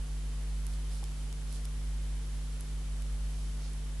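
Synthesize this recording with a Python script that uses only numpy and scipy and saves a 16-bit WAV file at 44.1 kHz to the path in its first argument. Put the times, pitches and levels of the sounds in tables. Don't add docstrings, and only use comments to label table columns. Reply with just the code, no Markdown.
import sys
import numpy as np
from scipy import signal
from scipy.fft import rfft, irfft
from scipy.io import wavfile
from scipy.ndimage import uniform_filter1d

SR = 44100
rng = np.random.default_rng(int(sys.argv[2]) if len(sys.argv) > 2 else 0)


def wav_out(sig):
    wavfile.write(sys.argv[1], SR, np.round(np.clip(np.atleast_2d(sig).T, -1, 1) * 32767).astype(np.int16))


N = 176400
SCUFF_HZ = (3500, 10500)


def undb(db):
    return 10 ** (np.asarray(db) / 20)


def pan(db):
    return undb(np.array([[db], [-db]]) / 2)


def add(out, sound, start):
    i = int(round(start * SR))
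    out[:, i:i + sound.shape[1]] += sound[:, :N - i]


def band(x, edges_hz):
    return signal.sosfilt(signal.butter(2, edges_hz, "band", fs=SR, output="sos"), x)


def unit(x):
    return x / np.sqrt(np.mean(x ** 2))


def drift(rate_hz):
    hold = int(SR / rate_hz)
    steps = np.repeat(rng.standard_normal(N // hold + 1), hold)
    return unit(uniform_filter1d(steps, hold)[:N])


def fade(t, t60):
    return np.exp(-np.log(1000) * t / t60)


def ring(t, modes):
    return sum(undb(db) * fade(t, t60) * np.sin(2 * np.pi * hz * t) for hz, t60, db in modes)


def mains_hum():
    # (harmonic number, rms level [dB])
    overtones = [(2, -69), (3, -49), (4, -70.5), (5, -60), (7, -70.5), (9, -70.5), (11, -75), (17, -79),
                 (23, -82.5)]
    # (time [s], level before trim [dB])
    contour = [(0.0, -30), (0.03, -32.5), (0.08, -37.5), (0.12, -34), (0.63, -32), (1.28, -35.5),
               (2.16, -32), (2.23, -34), (2.38, -34), (2.66, -36), (2.71, -34), (3.09, -33), (3.13, -29.5),
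               (3.2, -35.5), (3.22, -32), (3.89, -35), (3.98, -35.5), (4.0, -31)]
    mains_hz, trim_db, waver_db = 50, -1, 0.38
    t = np.arange(N) / SR
    phase = 2 * np.pi * mains_hz * t
    level_db = np.interp(t, *np.array(contour).T) + trim_db + waver_db * drift(rate_hz=16)
    fundamental = undb(level_db) * np.sin(phase)
    buzz = sum(undb(db) * np.sin(harmonic * phase) for harmonic, db in overtones)
    return np.sqrt(2) * (fundamental + buzz) * pan(db=-0.4)


def motor_whine():
    # (frequency [Hz], half-width [Hz], rms level [dB])
    tones = [(3064, 22, -69.5), (3540, 130, -73.5), (7890, 14, -75)]
    out, freqs = np.zeros((2, N)), np.arange(N // 2 + 1) * SR / N
    for hz, half_width, db in tones:
        spectrum = rfft(rng.standard_normal((2, N))) / (1 + ((freqs - hz) / half_width) ** 2)
        out += undb(db) * unit(irfft(spectrum, N))
    return out


def hiss():
    # (frequency [Hz], density before roll-off [dB/Hz])
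    mid_curve = [(55, -70), (120, -81.5), (250, -87), (500, -91), (1000, -93), (2500, -95.5), (6000, -97.5),
                 (10300, -97.5), (11500, -100)]
    # (frequency [Hz], density before roll-off [dB/Hz])
    side_curve = [(25, -88), (50, -70), (100, -87), (250, -91), (500, -94), (1000, -96), (2500, -98),
                  (6000, -99), (10300, -99.5), (11500, -102)]
    low_cut_hz, high_cut_hz = 30, 11480
    freqs = np.maximum(np.arange(N // 2 + 1) * SR / N, 1)
    roll_off = 1 / np.sqrt((1 + (low_cut_hz / freqs) ** 4) * (1 + (freqs / high_cut_hz) ** 160))

    def coloured(curve):
        hz, db = np.array(curve).T
        shape = roll_off * undb(np.interp(np.log(freqs), np.log(hz), db))
        return irfft(rfft(rng.standard_normal(N)) * shape, N) * np.sqrt(SR / 2)

    mid, side = coloured(mid_curve), coloured(side_curve)
    return np.array([mid + side, mid - side]) * pan(db=-0.6)


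def needle_ticks():
    # (time [s], level [dB], bounce delay [ms], bounce gain [dB], main ring [Hz],
    # low-mode gain [dB], scuff gain [dB], left minus right [dB])
    contacts = [(0.6673, -30.5, 0.71, -13, 9600, -14, -12, -8), (0.738, -42.5, .89, -2, 4500, -12, -10, -2),
                (1.0402, -33.5, 0.91, -5, 9100, 1, 1.5, -6), (1.3267, -42, .56, 4, 6700, 2.5, 1, -5),
                (1.5265, -34.5, 1.0, -14, 10200, -20, -14, -1), (1.6525, -41, 1.4, 7.5, 9900, 4.5, -6, -3),
                (2.6085, -34, 0.8, -1.5, 10060, -22, -11, -6), (3.0222, -35.5, 0.6, -10, 9300, -7, -10, -7),
                (3.3096, -45, .7, -3, 9000, 1, 2, -4), (3.7327, -45, 2.4, 2.5, 9900, -1, -3, -4)]
    # (frequency [Hz], t60 [s], relative level [dB])
    low_modes = [(3650, 0.0063, -17), (5440, 0.0061, -13.5)]
    high_modes = [(6760, 0.0024, -11), (8430, 0.003, -11.5), (10850, 0.0088, -12.5)]
    ring_t60_s, ring_gain_db = .005, -3.5
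    out, t = np.zeros((2, N)), np.arange(SR // 20) / SR
    for start, db, bounce_ms, bounce_db, ring_hz, low_db, scuff_db, pan_db in contacts:
        main_mode = (ring_hz, ring_t60_s, ring_gain_db)
        metal = ring(t, high_modes + [main_mode]) + undb(low_db) * ring(t, low_modes)
        for lag, gain in ((0, 1), (bounce_ms / 1000, undb(bounce_db))):
            noise = rng.standard_normal((3, len(t)))
            grit = (noise[:2] + noise[2]) / np.sqrt(2)
            scuff = undb(scuff_db) * band(grit * fade(t, t60=.004), SCUFF_HZ)
            add(out, undb(db) * gain * pan(pan_db) * (metal + scuff), start + lag)
    return out


def fibres(edges_hz):
    slips_per_s, spread_db = 5000, 2
    shape = (3, N)
    slipping = rng.random(shape) < slips_per_s / SR
    slips = slipping * rng.standard_normal(shape) * undb(spread_db * rng.standard_normal(shape))
    return unit(band(slips[:2] + slips[2], edges_hz))


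def yarn():
    # (peak time [s], rise [s], fall [s], relative level [dB], treble over body [dB])
    strokes = [(.725, 0.073, 0.045, -59, 2.5), (.935, .04, .09, -53.5, 0.5), (1.07, 0.032, .04, -60, -8),
               (1.21, .05, 0.045, -60.5, 3.5), (1.555, 0.063, 0.039, -51.5, -0.5),
               (1.652, .008, .008, -53, -1), (2.37, .07, .09, -63, 0), (2.66, .04, .06, -64, 0),
               (3.42, 0.17, .14, -59, -2), (3.65, .05, .05, -52.5, -12)]
    # (time [s], relative level [dB])
    snags = [(.9115, -46), (.9337, -47), (1.5461, -40), (1.5602, -34.5), (1.569, -41)]
    out, t = np.zeros((2, N)), np.arange(N) / SR
    body, treble = fibres(edges_hz=(3650, 6300)), fibres(edges_hz=(7400, 10850))
    for peak, rise, fall, db, treble_db in strokes:
        swell = np.exp(-((t - peak) / np.where(t < peak, rise, fall)) ** 2)
        out += undb(db) * swell * (body + undb(treble_db) * treble) / 2
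    decay = fade(t[:SR // 50], t60=.0033)
    for start, db in snags:
        snap = band(rng.standard_normal((2, len(decay))) * decay, SCUFF_HZ)
        add(out, undb(db) * snap, start)
    return out * pan(db=-6.5)


def finger_bump():
    # (frequency [Hz], t60 [s], relative level [dB])
    modes = [(245, 0.058, 2), (310, 0.05, 1), (437, 0.027, 1), (823, 0.041, 4), (1105, 0.039, 0)]
    gain_db, thud_db, attack_s = -44.5, -3.5, .005
    out, t = np.zeros((2, N)), np.arange(SR // 10) / SR
    noise = unit(band(rng.standard_normal(len(t)), edges_hz=(180, 1100)))
    thud = undb(thud_db) * noise * fade(t, t60=.025)
    attack = np.minimum(t / attack_s, 1)
    add(out, undb(gain_db) * pan(db=0) * (ring(t, modes) + thud) * attack, start=1.026)
    return out


def scene():
    knitting = needle_ticks() + yarn() + finger_bump()
    return knitting + mains_hum() + motor_whine() + hiss()


def record(dry):
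    top_hz = 11750
    return signal.sosfilt(signal.ellip(8, .1, 80, top_hz, fs=SR, output="sos"), dry)


dry = scene()
out = record(dry)
wav_out(out)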